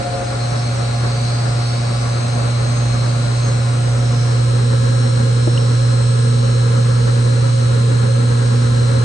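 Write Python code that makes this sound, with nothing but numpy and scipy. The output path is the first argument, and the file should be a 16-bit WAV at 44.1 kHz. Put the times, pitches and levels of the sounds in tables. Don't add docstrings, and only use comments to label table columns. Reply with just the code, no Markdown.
import sys
import numpy as np
from scipy.fft import rfft, irfft, next_fast_len
from scipy.io import wavfile
from scipy.ndimage import map_coordinates

SR = 44100
rng = np.random.default_rng(int(sys.argv[2]) if len(sys.argv) > 2 else 0)


def master_out(mix):
    frames = np.transpose(np.atleast_2d(mix))
    ceiling = np.clip(frames, -1, 1)
    pcm = np.round(ceiling * 32767).astype(np.int16)
    wavfile.write(sys.argv[1], SR, pcm)


N = 398663

MAINS_HZ, SHAFT_HZ = 59.96, 26.616
AWAY, WINDOW, SPOUT = 0, 1, 2


def amp(db):
    return 10 ** (np.asarray(db) / 20)


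def unit(x):
    return x / np.sqrt(np.mean(np.abs(x) ** 2) + 1e-20)


def by_place(place, values):
    return np.interp(place, [AWAY, WINDOW, SPOUT], values)


def wobble(rate):
    coarse = np.arange(0, N + 64, 64)
    knots = rng.standard_normal(int(N * rate / SR) + 4)
    return np.interp(np.arange(N), coarse, map_coordinates(knots, [coarse * rate / SR], mode="nearest"))


def panned(balance_db):
    ratio = amp(np.atleast_1d(balance_db) / 2)
    pair = np.array([ratio, 1 / ratio])
    return pair / np.sqrt(np.mean(pair ** 2, axis=0))


def filtered(x, response):
    size = next_fast_len(N + 8192)
    return irfft(rfft(x, size) * response(np.fft.rfftfreq(size, 1 / SR)), size)[..., :N]


def rubbing(turns, repeat):
    size = int(SR / SHAFT_HZ)
    track = rng.standard_normal((2, size))
    looped = unit(np.array([map_coordinates(row, [turns % 1 * size], mode="grid-wrap") for row in track]))
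    return np.sqrt(repeat) * looped + np.sqrt(1 - repeat) * rng.standard_normal((2, N))


def radiated(noise, table, place):
    table_hz, window_db, spout_db, likeness, balance_db = np.transpose(table)

    def along(column, hz):
        return np.interp(np.log(hz + 1), np.log(table_hz + 1), column)

    def heard(db, node):
        def mid_side_gains(hz):
            hollow = node * np.exp(-((hz - 682) / 150) ** 2)
            alike = (1 - hollow) * along(likeness, hz) - 0.96 * hollow
            angle = np.arccos(np.clip(alike, -1, 1)) / 2
            return np.array([np.cos(angle), np.sin(angle)])
        mid, side = filtered(noise, mid_side_gains)
        pair = np.array([mid + side, mid - side]) * np.sqrt(SR / 2)
        return filtered(pair, lambda hz: amp(along(db, hz)) * panned(along(balance_db, hz)))
    lowered = np.clip(place - WINDOW, 0, 1)
    return (1 - lowered) * heard(window_db, node=0) + lowered * heard(spout_db, node=0.82)


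def gear_grind(turns, place):
    # f/Hz, window level/dB, spout level/dB, left-right likeness, balance/dB
    spectrum = [(19.9, -67, -63, 0.91, 0.5), (48, -55, -58, 0.76, 1), (89.5, -49.5, -48.5, 0.85, 8),
                (178, -55, -54.5, 0.86, -7), (247, -53, -50.5, 0.78, 1.5), (314, -54.5, -58, 0.58, 5.5),
                (380, -57.5, -57, -0.12, 3), (480, -57, -52.5, 0.28, -3), (564, -52, -53, -0.048, -1),
                (638, -55.5, -67, -0.63, 3), (770, -56.5, -61, -0.47, 1.5), (880, -64, -66.5, 0.46, -1),
                (1330, -60, -61, -0.2, 5), (1650, -62.5, -64.5, -0.33, 5), (2027, -70, -70.5, -0.0052, 1),
                (2800, -92, -89.5, 0.27, -4)]
    level_db = np.interp(place, [WINDOW, SPOUT], [-2.5, -1]) + .25 * wobble(1.7) + 1.63 * wobble(22)
    return radiated(rubbing(turns, repeat=0.086), spectrum, place) * amp(level_db)


def bearing_hiss(turns, place):
    # f/Hz, window level/dB, spout level/dB, left-right likeness, balance/dB
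    spectrum = [(1700, -72.5, -81.5, 0.0064, 14.5), (2330, -68.5, -73.5, 0.24, 3),
                (3030, -72.5, -71.5, 0.03, 0), (3740, -73, -74, 0, 1), (3800, -68, -71.5, 0, 3),
                (4360, -79, -70, 0.015, 0.5), (4520, -72.5, -74, 0.013, 6), (5100, -76.5, -79.5, 0, 1.5),
                (5450, -78, -79.5, 0.9, 4), (6360, -75.5, -75.5, 0.8, -3), (7340, -80.5, -78.5, 0.7, -0.5),
                (7920, -71, -73.5, 0.9, -1), (8400, -74, -72.5, 0.9, 1.5), (9760, -81, -84, 0, 0)]
    level_db = np.interp(place, [AWAY, WINDOW], [-1.5, -.2])
    return radiated(rubbing(turns, repeat=0.22), spectrum, place) * amp(level_db)


def standing_waves(nodes_passed):
    coarse = np.arange(0, N, 64)
    knots = rng.standard_normal((2, int(nodes_passed[-1]) + 4))
    real, imag = [map_coordinates(row, [nodes_passed[coarse]], mode="nearest") for row in knots]
    return np.interp(np.arange(N), coarse, unit(real + 1j * imag))


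def flare_db(tone_hz, width_hz=270):
    # t/s, half length/s, level change/dB, f/Hz
    flares = [(.43, 0.04, 6, 4150), (.8, 1, 3.5, 5400), (1.2, 0.092, 1, 4230), (1.5, .45, 4.5, 4500),
              (1.6, 0.35, 6.5, 5070), (2.3, .2, 0, 4150), (2.75, .15, 7, 6450), (2.8, 0.41, -0.5, 5430),
              (2.95, 0.11, 2.5, 4150), (3.466, .056, 13, 6500), (3.9, .22, -8, 4380), (4.2, .22, -2, 4200),
              (4.2, 0.2, 4.5, 5500), (5.795, 1.0, 5, 5370), (5.9, .55, 5.5, 7840), (7.35, .15, 0.5, 4146),
              (8.2, 0.29, -3.5, 5600), (8.495, .6, -5, 7900)]
    t = np.linspace(0, N / SR, 1000)
    change_db = sum(db * np.exp(-((t - when) / length) ** 2 - ((tone_hz - hz) / width_hz) ** 2)
                    for when, length, db, hz in flares)
    return np.interp(np.arange(N) / SR, t, change_db)


def motor_whine(turns, mains, place, slots=12, slip=.0143, spread=4.3):
    # multiple of the slot rate, sideband (step within the cluster),
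    # window level/dB, spout level/dB, balance/dB, left lead/rad
    slot_tones = [(7, -1, -55.0, -62.5, 5, -0.0), (7, 0, -54.5, -59.5, 4, 2.6),
                  (7, 1, -54.5, -53.5, 7, -2.6), (8, 1, -55.0, -64.0, 1, 0.7),
                  (9, 1, -60.0, -56.0, -3, -2.5), (12, -1, -51.5, -53.0, 5, -0.2),
                  (12, 1, -45.5, -50.5, 0, -1.3), (13, -1, -44.5, -41.0, 10, -1.1),
                  (13, 0, -48.0, -47.0, 2, -0.3), (13, 1, -42.0, -45.0, 4, -0.7),
                  (14, -1, -46.5, -62.0, 1, 0.1), (14, 1, -45.5, -49.0, -4, 1.7),
                  (14, 2, -55.5, -63.5, 0, -0.1), (15, -1, -52.0, -71.0, 3, -0.5),
                  (15, 1, -47.5, -52.0, -1, 0.2), (16, 1, -53.5, -54.5, 0, -0.4),
                  (17, -1, -48.5, -48.0, -4, 1.9), (17, 1, -49.5, -47.0, 3, -0.8),
                  (18, 1, -53.0, -57.5, -1, -0.9), (19, 1, -53.5, -51.0, -2, -0.8),
                  (19, 2, -57.0, -56.0, -3, -0.1), (20, -1, -53.5, -57.5, -1, 0.5),
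                  (20, 1, -49.0, -53.0, -5, 0.1), (21, -1, -59.0, -57.0, 0, -0.0),
                  (25, -2, -58.5, -56.5, 0, 0.3), (25, 2, -52.5, -49.0, -1, 0.5),
                  (26, 2, -51.0, -48.5, 1, 0.8), (27, 2, -54.5, -50.0, 0, 1.1),
                  (28, 2, -59.5, -56.0, 0, 1.4), (29, 2, -61.0, -56.5, 0, 1.7)]
    # f/Hz, window level/dB, spout level/dB, balance/dB, left lead/rad
    bearing_tones = [(2236, -54, -58, 2, 2.7), (2973, -59, -59, 0, -2.8), (3822, -54, -49, 3, 1.6),
                     (3857.4, -60, -56, 2, 2.1), (3940.2, -53, -53, 3, .7), (4010.2, -56, -56, 2, .5),
                     (4058.4, -51, -56, 2, 1.2), (4128.4, -54, -49.5, 2, -1), (4176.6, -49, -49.5, 2, .5),
                     (4246.6, -56, -63, 0, .1), (5525, -59, -59, 2, 2.7), (5548, -60, -60, 2, 1.1),
                     (6506, -57, -62, -3, -.1), (7144, -61, -60, 0, 0), (7782, -60, -57, 0, .2)]
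    # away/dB, window/dB, spout/dB
    place_offsets = [-3.5, -0.4, -0.23]
    flutter_depths = [.35, .12]
    echo_shares = [.4, .2, .09]
    node_rates = [26, 9, 5]
    place_db, echo_share = by_place(place, place_offsets), by_place(place, echo_shares)
    direct, reflected = np.sqrt(1 - echo_share), np.sqrt(echo_share)
    nodes_passed = np.cumsum(by_place(place, node_rates)) / SR
    lowered = np.clip(place - WINDOW, 0, 1)
    flutter_depth = np.interp(place, [WINDOW, SPOUT], flutter_depths)
    flutter_noise = unit(wobble(110) + 1j * wobble(110))

    def tone(hz, phase, flutter, window_db, spout_db, balance_db, lead):
        flicker = flutter * (direct + reflected * standing_waves(nodes_passed))
        level = amp(window_db + lowered * (spout_db - window_db) + place_db + flare_db(hz))
        phase = (phase + np.angle(flicker)) % (2 * np.pi)
        half_lead = (lead + spread * reflected * standing_waves(nodes_passed).real) / 2
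        pair = np.sin(np.float32([phase + half_lead, phase - half_lead]))
        return np.sqrt(2) * panned(balance_db) * level * np.abs(flicker) * pair

    out = np.zeros((2, N))
    for multiple, sideband, *mix in slot_tones:
        per_turn = round(multiple) * slots
        phase = 2 * np.pi * per_turn * turns + round(sideband) * (1 - slip) * mains + per_turn ** 2
        flutter = 1 + flutter_depth * np.roll(flutter_noise, per_turn * SR)
        out += tone(per_turn * SHAFT_HZ, phase, flutter, *mix)
    for hz, *mix in bearing_tones:
        phase = 2 * np.pi * (hz / SHAFT_HZ * turns + rng.uniform())
        out += tone(hz, phase, 1, *mix)
    return out


def gear_song(place, waver_db=2.16, drift_rad=.35):
    # f/Hz, away level/dB, window level/dB, spout level/dB,
    # left lead at the window/rad, left lead at the spout/rad
    tooth_tones = [(424.9, -55, -50, -49, .9, 2.5), (471.2, -43, -52, -42, -2.7, .9),
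                   (489.7, -52, -52, -44, -2.9, 1.5), (529.9, -34, -48, -39, -1.8, 1.1),
                   (545.1, -28, -44, -36, -.7, 1.6), (556.2, -35, -54, -39.5, -.7, 2.4),
                   (577.7, -44, -39, -39.5, 2, 3.1), (589, -41, -41, -44, 1.8, 3.3),
                   (607.1, -52, -50, -56, .5, 2.6), (695.5, -33, -42, -53, -2.2, -3.1),
                   (709.1, -29, -44, -41, -.4, -3.2), (718.2, -35, -39, -41, 1.7, 3.2),
                   (813.4, -37, -42, -53, -1.3, -.8), (836, -53, -50, -60, 0, 0),
                   (1218.8, -53, -47, -58, -.7, -1.2), (1301, -55, -50, -45, -1, -.6),
                   (1336.7, -58, -50, -49, -2.3, -.4), (1418.2, -42, -44, -43, 1.1, 2.8),
                   (1637.7, -53, -49, -48, 3.1, .3), (1685.5, -50, -52, -47, -.2, .4)]
    out, t = np.zeros((2, N)), np.arange(N) / SR
    for hz, *levels_db, window_lead, spout_lead in tooth_tones:
        level = amp(by_place(place, levels_db) + waver_db * wobble(6.4))
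        phase = 2 * np.pi * (hz * t + rng.uniform()) + drift_rad * wobble(3)
        half_lead = np.interp(place, [1.3, 1.9], [window_lead, spout_lead]) / 2
        out += level * np.sin([phase + half_lead, phase - half_lead])
    return np.sqrt(2) * out


def casing_drone(place, diffuse=0.26, steady=0.73):
    # f/Hz, width/Hz, away level/dB, window level/dB, spout level/dB, full left lead/rad
    panel_rings = [(52.9, 3, -44, -33.5, -34, -1.5), (146, 6, -43, -30, -32, 2),
                   (232.3, 20, -41.5, -36.5, -39.5, 0), (447, 4, -34, -46, -36, 0),
                   (539, 5, -26.5, -43, -33.5, 2.05), (1048, 35, -52.5, -41, -40.5, 1.5),
                   (1139, 35, -55, -34, -44.5, 3), (1306, 30, -46, -40, -39, -2)]
    out, t = np.zeros((2, N)), np.arange(N) / SR
    straddle = by_place(place, [.35, .6, 1])
    for hz, width, *levels_db, lead in panel_rings:
        rate = 1.5 * max(width, 1)
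        ring = unit(steady + wobble(rate) + 1j * wobble(rate)) * np.exp(2j * np.pi * hz * t)
        level = amp(by_place(place, levels_db))
        apart = min(hz / 400, 1)
        shift = np.exp(.5j * apart * (lead * straddle + diffuse * wobble(rate)))
        out += np.sqrt(2) * level * np.array([(ring * shift).real, (ring / shift).real])
    return out


def motor_hum(mains, place, distance, at_metre_db=-24):
    # multiple of the mains, level against the main tone/dB
    overtones = [(4, -23), (6, -31.5), (8, -32), (10, -42)]
    # away/dB, window/dB, spout/dB
    balances = [0.5, -1.5, -2]
    dip_start_s, dip_end_s, ramp_s, dip_db = 1.58, 2.36, 0.11, -1.3
    t = np.arange(N) / SR
    dip = np.clip(np.minimum(t - dip_start_s, dip_end_s - t) / ramp_s, 0, 1)
    level = amp(at_metre_db + dip_db * dip + 0.23 * wobble(3.5)) / distance
    wave = np.sin(2 * mains)
    for multiple, db in overtones:
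        wave += amp(db + 2.9 * wobble(2.7)) * np.sin(round(multiple) * mains + rng.uniform(0, 2 * np.pi))
    return np.sqrt(2) * level * panned(by_place(place, balances)) * wave


def peel_thud(attack_s=0.00071, right_delay_s=0.00043):
    # t/s, level/dB
    landings = [(5.474, -11.5)]
    # f/Hz, relative level/dB, time to fade by 60 dB/s
    bin_tones = [(339, 4.5, 0.054), (456, -6, 0.037), (595, -1.5, 0.058), (790, -4.5, 0.038),
                 (1020, -11, .04), (5430, -21, .02)]
    out, t = np.zeros((2, N)), np.arange(N) / SR
    for when, db in landings:
        age = np.maximum(t - when, 0)
        ring = sum(amp(level - 60 * age / fade_s) * np.sin(2 * np.pi * hz * age)
                   for hz, level, fade_s in bin_tones)
        thud = amp(db) * ring * (1 - np.exp(-age / attack_s))
        out += panned(4.1) * np.array([thud, np.roll(thud, round(SR * right_delay_s))])
    return out


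def peel_squeak(rise_s=.0022, fall_s=.0015):
    # t/s, level/dB, f/Hz
    slips = [(5.5783, -16.5, 2930)]
    out, t = np.zeros(N), np.arange(N) / SR
    for when, db, hz in slips:
        age = np.clip(t - when, -.05, .05)
        swell = np.exp(-np.abs(age) / np.where(age < 0, rise_s, fall_s))
        out += amp(db) * swell * np.sin(2 * np.pi * hz * (age + 9 * age ** 2))
    return out


def scene():
    # t/s, place (0 away, 1 window, 2 spout), distance from the motor/m
    path = [(0, 0.0042, 1.2), (.22, 0.061, .95), (.42, 0.7, 0.57), (1.3, 0.78, 0.42), (3.2, 1.25, 0.38),
            (4.2, 1.5, 0.32), (4.75, 2, 0.28)]
    t = np.arange(N) / SR
    times, places, distances = np.transpose(path)
    place, distance = np.interp(t, times, places), np.interp(t, times, distances)
    shaft_hz = SHAFT_HZ * (1 + 0.0002048 * wobble(2.5) + 0.000263 * wobble(22))
    turns = np.cumsum(shaft_hz) / SR
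    mains = 2 * np.pi * MAINS_HZ * t
    noise = gear_grind(turns, place) + bearing_hiss(turns, place)
    whine = motor_whine(turns, mains, place)
    song = gear_song(place) * amp(-1.46)
    drone = casing_drone(place) * amp(-4.5)
    hum = motor_hum(mains, place, distance)
    return noise + whine + song + drone + hum + peel_thud() + peel_squeak()


def record(dry):
    bass_hz, top_hz = 14, 9900
    return filtered(dry, lambda hz: (hz < top_hz) * hz ** 2 / (hz ** 2 + bass_hz ** 2))


dry = scene()
out = record(dry)
master_out(out)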